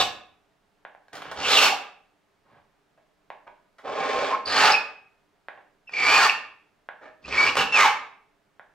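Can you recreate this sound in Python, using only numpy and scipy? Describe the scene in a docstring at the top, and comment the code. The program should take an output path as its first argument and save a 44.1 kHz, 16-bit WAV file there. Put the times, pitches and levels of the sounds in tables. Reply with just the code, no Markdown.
"""A hand file works in slow strokes on a saw blade clamped between boards in a small workshop with faint air.
A short rasp opens the scene; knocks and catches then lead into a stroke at 1.4 s that squeals.
A glove rubs softly at 2.5 s, knocks follow, and two strokes come at 3.9 and 4.5 s; another starts at 5.9 s.
Three strokes follow closely from 7.3 s, and a last tap comes at 8.6 s.
Rasp is filtered bites, squeals are stick-slip tones, taps are ringing pushes and the glove is shaped noise."""
import sys
import numpy as np
from scipy import signal
from scipy.fft import rfft, irfft, next_fast_len
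from scipy.io import wavfile
from scipy.ndimage import uniform_filter1d, minimum_filter1d

SR = 44100
rng = np.random.default_rng(int(sys.argv[2]) if len(sys.argv) > 2 else 0)


def unload_audio(sound):
    """Save the sound as a 16-bit wav file, at the path given as the first command line argument."""
    columns = np.transpose(np.atleast_2d(sound))
    # keep every value between -1 and 1, then stretch to whole-number steps
    steps = np.round(np.clip(columns, -1, 1) * 32767)
    wavfile.write(sys.argv[1], SR, steps.astype(np.int16))


N = 385427
TIME = np.arange(N) / SR   # seconds


def from_db(db):
    """Turn decibels into an amplitude factor."""
    return 10 ** (np.asarray(db) / 20)


def rms_one(x):
    """Scale a sound to rms 1."""
    return x / np.sqrt(np.mean(x ** 2) + 1e-20)


def at_hz(points, hz):
    """Read a table on a log-frequency axis."""
    known, value = np.transpose(points)
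    return np.interp(np.log(np.maximum(hz, 1)), np.log(np.maximum(known, 1)), value)


def butter(x, hz, kind, order=2):
    """Smooth low, high or band filter."""
    sos = signal.butter(order, np.clip(hz, 10, .45 * SR), kind, fs=SR, output="sos")
    return signal.sosfilt(sos, x + 1e-18)


def drift(rate):
    """Random wander of rms 1, with changes up to about rate in Hz."""
    return rms_one(butter(rng.standard_normal(N), rate, "low"))


def gate(times, fade_s):
    """1 between the first and last time, with short ramps outside."""
    return np.clip(1 + np.minimum(TIME - times[0], times[-1] - TIME) / fade_s, 0, 1) ** 2


def colour(x, spectrum=((1, 0),), modes=()):
    """Causal (minimum-phase) filter from a broad spectrum and resonances."""
    size = 2 ** 13
    hz = np.fft.rfftfreq(size, 1 / SR)
    resonances = sum(db / (1 + (2 * (hz - f) / width) ** 2) for f, width, db in modes)
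    cepstrum = irfft(np.log(from_db(at_hz(spectrum, hz) + resonances)))
    # folding the cepstrum forward puts all the response after the push
    cepstrum[1:size // 2] *= 2
    cepstrum[size // 2 + 1:] = 0
    response = irfft(np.exp(rfft(cepstrum)))
    return signal.oaconvolve(x, response)[:len(x)]


def register(x, pass_hz, core_hz):
    """One register of a sound, scaled to spread 1 in its core."""
    part = butter(x, pass_hz, "band", order=4)
    return part / np.std(butter(part, core_hz, "band", order=4))


SWELL_CURVE, EASE_CURVE = 1.98, 2.8   # exponents of the rise and fall in dB


def arch(start_s, swell_s, ease_s, swell_db, ease_db):
    """Level in dB around the peak of one push of the hand: it swells, rounds over and eases."""
    past_peak = TIME - start_s - swell_s
    before = np.clip(-past_peak / max(swell_s, 1e-3), 0, 1)
    after = np.clip(past_peak / max(ease_s, 1e-3), 0, 1)
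    return -swell_db * before ** SWELL_CURVE - ease_db * after ** EASE_CURVE


# The tone of the room's air. Each row: frequency in Hz, relative strength in dB.
AIR = [(12, -29), (20, 0.5), (54, -14.5), (202, -6.5), (274, -13), (298, 0.5), (324, -17), (404, -3),
       (478, -12.5), (686, -6), (746, -9.5), (1580, -13.5), (15500, -38)]


def air(level_db=-70.5, side_db=-6.0):
    """The faint steady rush of the room is coloured noise, partly different at the two microphones."""
    mid, side = [colour(white, AIR) for white in rng.standard_normal((2, N))]
    return from_db(level_db) * (rms_one(mid) + from_db(side_db) * rms_one(side) * [[1], [-1]])


# How alike the echoes are at left and right. Each row: frequency in Hz, likeness where 1 is the same.
LIKENESS = [(60, 0.71), (300, 0.19), (1200, .84), (3000, .7), (6000, 0.07), (12000, 0.33)]


def stereo_bands(size):
    """Bands of diffuse noise at the two microphones: (centre in Hz, left and right)."""
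    mid, side = rfft(rng.standard_normal((2, size)))
    hz = np.fft.rfftfreq(size, 1 / SR)
    edges = np.r_[0, np.geomspace(88, SR / 2, 17)]
    for low, high in zip(edges, edges[1:]):
        centre = (low + high) / 2
        alike = np.clip(at_hz(LIKENESS, centre), -1, 1)
        shared = np.sqrt((1 + alike) / 2) * mid
        opposed = np.sqrt((1 - alike) / 2) * side * [[1], [-1]]
        yield centre, irfft((shared + opposed) * (hz >= low) * (hz < high), size)


# How long the echoes last. Each row: frequency in Hz, time to fall by 60 dB in seconds.
ROOM_T60 = [(100, 0.7), (400, 0.55), (1000, 0.48), (2500, 0.49), (5000, 0.38), (12000, .3)]


def workshop(spread, beamed, beamed_echo_db=-4.5, direct_db=-1.5, echo_db=-2.0,
             early_db=2.0, early_s=0.036, gap_s=0.0019, lag_s=.00005):
    """Sound arrives left first, then dense echoes die away by band, weaker for tones beamed forward."""
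    direct = spread + beamed
    to_walls = spread + from_db(beamed_echo_db) * beamed
    age = TIME[:SR * 3 // 4]
    tail = sum(noise * from_db(-60 * age / at_hz(ROOM_T60, hz)) for hz, noise in stereo_bands(len(age)))
    # the echoes begin after a gap, and the early ones are stronger
    tail *= np.clip(age / gap_s - 1, 0, 1) * from_db(early_db * np.exp(-age / early_s))
    tail /= np.sqrt(np.mean(np.abs(rfft(tail, SR)[:, 400:4000]) ** 2))   # even gain, 400 to 4000 Hz
    size = next_fast_len(N)
    hz = np.fft.rfftfreq(size, 1 / SR)
    right = irfft(rfft(direct, size) * np.exp(-2j * np.pi * hz * lag_s))[:N]
    echoes = signal.oaconvolve(to_walls[None], tail, axes=1)[:, :N]
    return from_db(direct_db) * np.array([direct, right]) + from_db(echo_db) * echoes


# The tone of leather on the handle. Each row: frequency in Hz, relative strength in dB.
GLOVE_COLOUR = [(24, -39), (40, -8), (201, 2), (308, -5), (599, 1.5), (663, -1), (973, 4), (5000, -25),
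                (6500, -63), (11000, -120)]


def glove(start_s=2.45, swell_s=0.095, ease_s=0.084, peak_db=-59, swell_db=10, ease_db=18, crease_db=-1.0):
    """Leather rubs softly on the handle as the grip shifts: uneven coloured noise in one swell."""
    rub = colour(rng.standard_normal(N) * from_db(crease_db * drift(70)), GLOVE_COLOUR)
    level = peak_db + arch(start_s, swell_s, ease_s, swell_db, ease_db)
    return gate([start_s, start_s + swell_s + ease_s], fade_s=0.018) * from_db(level) * rms_one(rub)


# The file knocks or catches on the saw. Each row: start in seconds, peak of the knock in dB,
# crack in dB beside the knock (before crack_db is added), ring in Hz, fading time of the crunch in seconds.
TAPS = [(0.8509, -25, -41, 1554, 0.0009), (0.9494, -38, -33, 810, 0.001), (1.0831, -43, -3, 1540, 0.0039),
        (1.1311, -34, 6.5, 1450, 0.01), (1.1538, -33.5, 8.5, 1160, 0.011), (1.169, -30.5, 1, 1400, 0.0095),
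        (1.22, -27, -0.5, 1180, 0.0059), (1.255, -29.5, -7, 1180, 0.0038), (1.3145, -25, -1, 1340, 0.011),
        (2.9764, -49.5, -35, 701, 0.012), (3.3031, -24.5, -17, 1051, 0.0011),
        (3.4778, -36, -34, 1010, 0.006), (3.784, -41, -6, 1320, 0.02), (5.485, -20.5, -20, 1580, 0.0017),
        (5.575, -41.5, -32, 645, 0.017), (5.8941, -34.5, -9, 1590, 0.0045),
        (6.8885, -20, -26, 1530, 0.0011), (7.5548, -15, 0, 1070, 0.0029),
        (7.5711, -14.5, -6.5, 1210, 0.0065), (8.5959, -29, -38.5, 1430, 0.0014)]
# The tone of a knock. Each row: frequency in Hz, relative strength in dB.
TAP_COLOUR = [(59, -60.5), (100, -19), (333, -11.5), (619, 0.5), (1130, -4.5), (1250, -10.5), (1650, -4.5),
              (1900, -6.5), (3540, -20.5), (4870, -43.5), (12000, -60.5), (15600, -85), (22000, -120)]


def taps(gain_db=0.0, crack_db=10.5, crunch=.05, grit_per_s=6.2, ring_width_hz=550, ring_db=9.5,
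         thin_hz=300, crack_top_hz=5200):
    """A sharp push and a crunch ring at the contact's pitch; longer crunches are grittier; a crack is added."""
    out, age = np.zeros(N), TIME[:SR // 16]
    for start, db, treble_db, ring_hz, crunch_s in TAPS:
        grit = crunch + grit_per_s * crunch_s
        push = grit * rng.standard_normal(len(age)) * np.exp(-age / max(crunch_s, 1e-4))
        push[0] = -1
        ringing = colour(push, TAP_COLOUR, [(ring_hz, ring_width_hz, ring_db)])
        # the light file barely moves the heavy bench
        knock = butter(ringing, thin_hz, "high", order=1)
        bright = butter(butter(push, 2600, "high"), [2600, crack_top_hz], "band", order=1)
        crack = from_db(treble_db + crack_db) * bright
        at = round(start * SR)
        out[at:at + len(age)] += from_db(db + gain_db) * (knock / np.abs(knock).max() + crack)
    return out


def stick_slip(spells, gain_db, jitter_hz, flutter_db, flutter_per_jitter_db, octave_db, fade_s):
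    """The contact sticks and slips once a cycle, gliding; uneven slips widen the tone into a flutter."""
    uneven, flutter = drift(jitter_hz), drift(160)
    out = np.zeros(N)
    for start, length, first_hz, last_hz, db, growth_db, jitter in spells:
        contact = gate([start, start + length], fade_s)
        on = contact > 0
        along = np.clip((TIME[on] - start) / length, 0, 1)
        glide = first_hz + (last_hz - first_hz) * along
        pitch = glide * (1 + jitter * (uneven[on] - uneven[on].mean()))
        phase = 2 * np.pi * np.cumsum(pitch) / SR
        tone = np.sin(phase) + from_db(octave_db) * np.sin(2 * phase)
        tone *= from_db((flutter_db + flutter_per_jitter_db * jitter) * flutter[on])
        level = gain_db + db + growth_db * (along - .5)
        out[on] += contact[on] * from_db(level) * rms_one(tone)
    return out


# Low drumming spells. Each row: start in seconds, length in seconds, first pitch in Hz, last pitch in Hz,
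# level in dB before the gain, growth from start to end in dB, pitch jitter as a share of the pitch.
DRUMMING = [ (0.0, 0.012, 749, 714, -31, -9.5, 0.057), (1.69, .045, 894, 736.6, -28.5, 4.5, 0.047),
            (4.15, .095, 469, 597.4, -31.5, 3, .085), (4.312, .041, 988.5, 1116, -25.5, 7, 0.05),
            (4.68, 0.017, 1361, 1270, -22, 1.5, .06), (6.19, 0.08, 1653, 1130, -21, 2.5, 0.047),
            (7.81, 0.054, 1290, 845, -22, 13, .05), ]


def drumming():
    """Ridges drum in step when the file runs slowly, as a low stick-slip tone."""
    return stick_slip(DRUMMING, gain_db=1.0, jitter_hz=253, flutter_db=1.5,
                      flutter_per_jitter_db=24.5, octave_db=-18.5, fade_s=.008)


# High squeals of the blade. Each row: start in seconds, length in seconds, first pitch in Hz, last pitch in Hz,
# level in dB before the gain, growth from start to end in dB, pitch jitter as a share of the pitch.
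SQUEALS = [ (0.0, 0.026, 3783, 3830, -22, -7.5, 0.077), (1.435, 0.04, 2830, 2854, -28.5, 7.5, 0.064),
           (1.49, 0.082, 3990, 3430, -22, -1, 0.11), (1.572, 0.033, 2900, 2570, -17, -3, 0.035),
           (1.61, 0.041, 2620, 2830, -23.5, 2, 0.054), (4.458, 0.21, 4564, 4410, -29.5, 5.5, .08),
           (4.705, 0.026, 4635, 4500, -23, -3, 0.12), (4.737, 0.019, 2524, 2547, -15.5, 1.5, .022),
           (5.877, .019, 2747, 2470, -40.5, 2.5, 0.016), (5.938, 0.1, 2358, 2255, -24.5, 11, 0.048),
           (6.05, 0.12, 2290, 2482, -19, 5.5, 0.036), (6.288, 0.018, 2450, 2533, -19, 9, 0.11),
           (7.246, 0.017, 2440, 2780, -40.5, -1.5, .015), (7.305, 0.078, 2360, 2290, -29, 11, 0.085),
           (7.382, 0.062, 2255, 2308, -18.5, 0.5, .011), (7.465, 0.032, 2445, 2700, -23, -2.5, 0.074),
           (7.585, 0.14, 2750, 2647, -33, -17, 0.029), (7.725, .033, 2710, 2620, -18, 8.5, .012),
           (7.764, .032, 2520, 2170, -18.5, 1, .015), (7.8, 0.066, 2110, 2118, -20, -8.5, 0.05), ]


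def squeals():
    """The blade squeals in stick-slip, as a high and uneven tone."""
    return stick_slip(SQUEALS, gain_db=-0.5, jitter_hz=379.6, flutter_db=1.5,
                      flutter_per_jitter_db=44.5, octave_db=-21, fade_s=.007)


BOARDS_FOLLOW, BENCH_FOLLOW, HISS_FOLLOW = 0.61, .2, 0.92   # share of the arch that each part follows
BOARDS_SAG_DB_PER_S, BENCH_SAG_DB_PER_S = 3, 12.5   # boards and bench fade as the file travels
BRAKE_S = 0.032   # the file slows at the end of a stroke
BRAKE_HISS_DB, BRAKE_BOARDS_DB = 4, 7.5   # and the cut dulls and thins
LIFT_S = 0.005   # the file leaves the tooth
EDGE_HZ = 1590   # above this the blade's brightness changes over the stroke

# Strokes and nudges of the file. Each row: start in seconds, swell length in seconds, ease length in seconds,
# peak of the rasp in dB, rise of the swell in dB, fall of the ease in dB,
# then boards, bench and hiss in dB beside that peak (all levels before the gains in rasp()),
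# brightening towards the peak in dB (negative dulls it), settling time just before the start in seconds.
STROKES = [ (0.0, 0.0083, 0.022, -19.5, -2.5, 7, -4.5, -27.5, -3, 1, .004),
           (1.136, 0.025, 0.24, -45.5, -0.5, -2, -4.5, -14, -13.5, 6, 0.018),
           (1.388, .22, 0.082, -20, 17, 2, -11.5, -33.5, 0.5, 6, .045),
           (3.469, .006, 0.012, -47.5, 1.5, 18, -4.5, -20, -15, 14.5, 0.0058),
           (3.859, 0.34, 0.17, -29, 8, 4.5, -4, -36, -10, 8.5, 0.037),
           (4.458, 0.18, 0.089, -15.5, 23.5, 6.5, -13, -36, -9, 0.5, .012),
           (5.948, .22, 0.1, -17.5, 26.5, 2, -16, -36.5, -7.5, -3.5, 0.055),
           (7.013, .05, 0.038, -50.5, -1.5, 5.5, 0.5, -26.5, -16, 9, .004),
           (7.258, 0.18, 0.086, -23, 26.5, 13.5, -9.5, -27, -9, -1, 0.048),
           (7.571, 0.012, 0.055, -21, -3, 10.5, -8.5, -25, -8, -5, 0.0055),
           (7.724, 0.11, 0.033, -15, 20, 4.5, -15.5, -39.5, -9.5, -4.5, .006), ]
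# The file's own resonances and notches change with grip and tooth: one list a stroke.
# Each row in a list: frequency in Hz, width in Hz, boost (or cut if negative) in dB.
GRIP_MODES = [
    [(322, 16, 7), (600, 96, -6), (702, 52, 14), (2440, 260, -3.5)],
    [(324, 22, 9), (604, 110, -10.5), (2500, 176, -8.5), (3140, 560, 9)],
    [(277, 25, 4), (1050, 80, -2), (1470, 81, 4.5), (2070, 270, 7.5), (2840, 170, 0.5), (3870, 460, -1.5)],
    [(458, 31, -15.5), (594, 20, 21), (968, 530, 11.5), (1297, 40, -8.6)],
    [(570, 150, 1), (754, 53, 1), (1068, 21, 14.5), (1470, 120, -2), (2410, 600, 2.5), (2863, 110, -4),
     (3400, 110, 3.5)],
    [(460, 22, -2.5), (811, 48, 1), (1040, 86, -4.5), (1804, 350, 2), (2660, 240, 1.5), (4800, 360, 2.5)],
    [(335, 28, 8.5), (596, 30, -8), (1460, 104, -2.5), (1820, 72, 6), (3770, 330, -4), (4550, 380, 6.5)],
    [(420, 65, -9), (624, 32, 9), (1137, 96, -3), (1830, 258, 6)],
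    [(350, 69, 7), (465, 65, -6.5), (580, 31, -2.5), (715, 160, -8), (3619, 507, -3.5), (4840, 1300, 5)],
    [(670, 90, -19.5), (850, 31, 8.5), (2120, 120, -6), (2940, 97, 8.5)],
    [(500, 18, -4), (635, 120, -2), (689, 15, 4), (843, 58, 4), (3567, 499, 0.5), (6411, 660, 4.5)],
]
# The broad tone of the bites. Each row: frequency in Hz, relative strength in dB.
RASP = [(30, -37.5), (65, -26), (140, -26), (300, -22), (450, -12.5), (800, -1), (1300, 1), (2000, -3.5),
        (2700, -7), (4500, -29.5), (7000, -29.5), (10000, -46), (12500, -40), (15000, -52.5)]
# Resonances and notches of the clamped saw. Each row: frequency in Hz, width in Hz, boost or cut in dB.
SAW_MODES = [(273.7, 35, 13), (315, 50, -3), (343, 30, 2), (402, 24, 4.5), (436, 39, 7.5), (482, 58, 5.5),
             (642, 40, 2.5), (687, 29, -11.5), (828, 210, 3.5), (886, 40, 4), (907, 40, -8), (1120, 21, -3),
             (1231, 180, 9.5), (1257.6, 31, -12.5), (1365, 60, -8), (1860, 200, 10), (1912, 150, -13.5),
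             (2280, 51, 7.5), (2500, 90, 1.5), (2965, 36, -4.5), (3230, 197, -5), (3660, 62, -3.5),
             (4260, 168, 5), (4630, 670, 7), (5630, 450, 7), (6540, 1600, -3.5)]


def rasp(bites_per_s=7000, size_db=2.5, judder_db=1.67, judder_hz=150, rasp_db=-2.0, boards_db=-2.0,
         bench_db=-4.0, hiss_db=-1.5, sizzle_db=-3.5, sizzle_growth=1.58, stutter_db=2.5, stutter_hz=45,
         firm_db=-28.0, firm_range_db=12.5):
    """Ridges bite the tooth at random with juddering force; every bite rings saw, boards, bench and file."""
    sizes = from_db(size_db * np.minimum(rng.exponential(1, N), 5)) * rng.choice([-1, 1], N)
    bites = sizes * (rng.random(N) < bites_per_s / SR) * from_db(judder_db * drift(judder_hz))
    ringing = colour(bites, RASP, SAW_MODES)
    blade = register(ringing, [650, 3200], [650, 2000])
    boards = register(ringing, [200, 650], [200, 650])
    bench = register(ringing, [20, 200], [30, 200])
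    hiss = register(ringing, [3200, 8500], [3200, 8500])
    sizzle = register(ringing, [8500, 19000], [8500, 15000])
    body, edge = [butter(butter(blade, EDGE_HZ, kind), EDGE_HZ, kind) for kind in ("low", "high")]
    stutter = stutter_db * drift(stutter_hz)
    out = np.zeros(N)
    for stroke, modes in zip(STROKES, GRIP_MODES):
        start, swell_s, ease_s, peak, swell_db, ease_db, low, deep, high, bright_db, settle_s = stroke
        end = start + swell_s + ease_s
        on = (TIME > start - .1) & (TIME < end + .15)
        effort = arch(start, swell_s, ease_s, swell_db, ease_db)[on]
        brightness = arch(start, swell_s, ease_s, bright_db, bright_db)[on]
        past_peak = TIME[on] - start - swell_s
        braking = np.clip(1 + (TIME[on] - end) / BRAKE_S, 0, 1)
        boards_level = peak + low + BOARDS_FOLLOW * effort
        boards_level -= BOARDS_SAG_DB_PER_S * past_peak + BRAKE_BOARDS_DB * braking
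        bench_level = peak + deep + BENCH_FOLLOW * effort - BENCH_SAG_DB_PER_S * past_peak
        hiss_level = peak + high + HISS_FOLLOW * effort + brightness - BRAKE_HISS_DB * braking
        mix = from_db(peak + effort + rasp_db) * (body[on] + from_db(brightness) * edge[on])
        mix += from_db(boards_level + boards_db) * boards[on]
        mix += from_db(bench_level + bench_db) * bench[on]
        mix += from_db(hiss_level + hiss_db) * hiss[on]
        # a keener cut raises the top octave faster than the hiss
        mix += from_db(sizzle_growth * hiss_level + sizzle_db) * sizzle[on]
        # under light pressure the file skips and catches
        lightness = np.clip((firm_db - peak - effort) / firm_range_db, 0, 1)
        ramps = np.minimum((TIME[on] - start) / settle_s, (end - TIME[on]) / LIFT_S)
        contact = np.clip(1 + ramps, 0, 1) ** 2 * from_db(lightness * stutter[on])
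        out[on] += colour(contact * mix, modes=modes)
    return out


# The right microphone hears a little more of the bench. Each row: frequency in Hz, left minus right in dB.
LEAN = [(60, -3), (300, -3), (700, -1.47), (5000, -1.5), (12000, 0)]


def scene():
    """File, saw and glove sound in the workshop, over its faint air."""
    tones = squeals() + drumming()
    left, right = workshop(rasp() + taps() + glove(), tones) + air()
    return np.array([left, colour(right, [(hz, -db) for hz, db in LEAN])])


def limiter(x, ceiling_db=-5.0, release_db_per_s=150, ahead_s=0.0005):
    """Turns the loudest peaks down just before they come, and recovers quickly."""
    over = np.maximum(20 * np.log10(np.abs(x).max(0) + 1e-9) - ceiling_db, 0)
    release = release_db_per_s * TIME
    held = np.maximum.accumulate(over + release) - release
    size = 2 * int(ahead_s * SR) + 1
    return x * from_db(uniform_filter1d(minimum_filter1d(-held, size), size))


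def record(dry, cutoff_hz=15750):
    """Peaks are held down and the top is cut steeply."""
    steep = signal.ellip(12, .1, 80, cutoff_hz, fs=SR, output="sos")
    return signal.sosfilt(steep, limiter(dry))


dry = scene()
out = record(dry)
unload_audio(out)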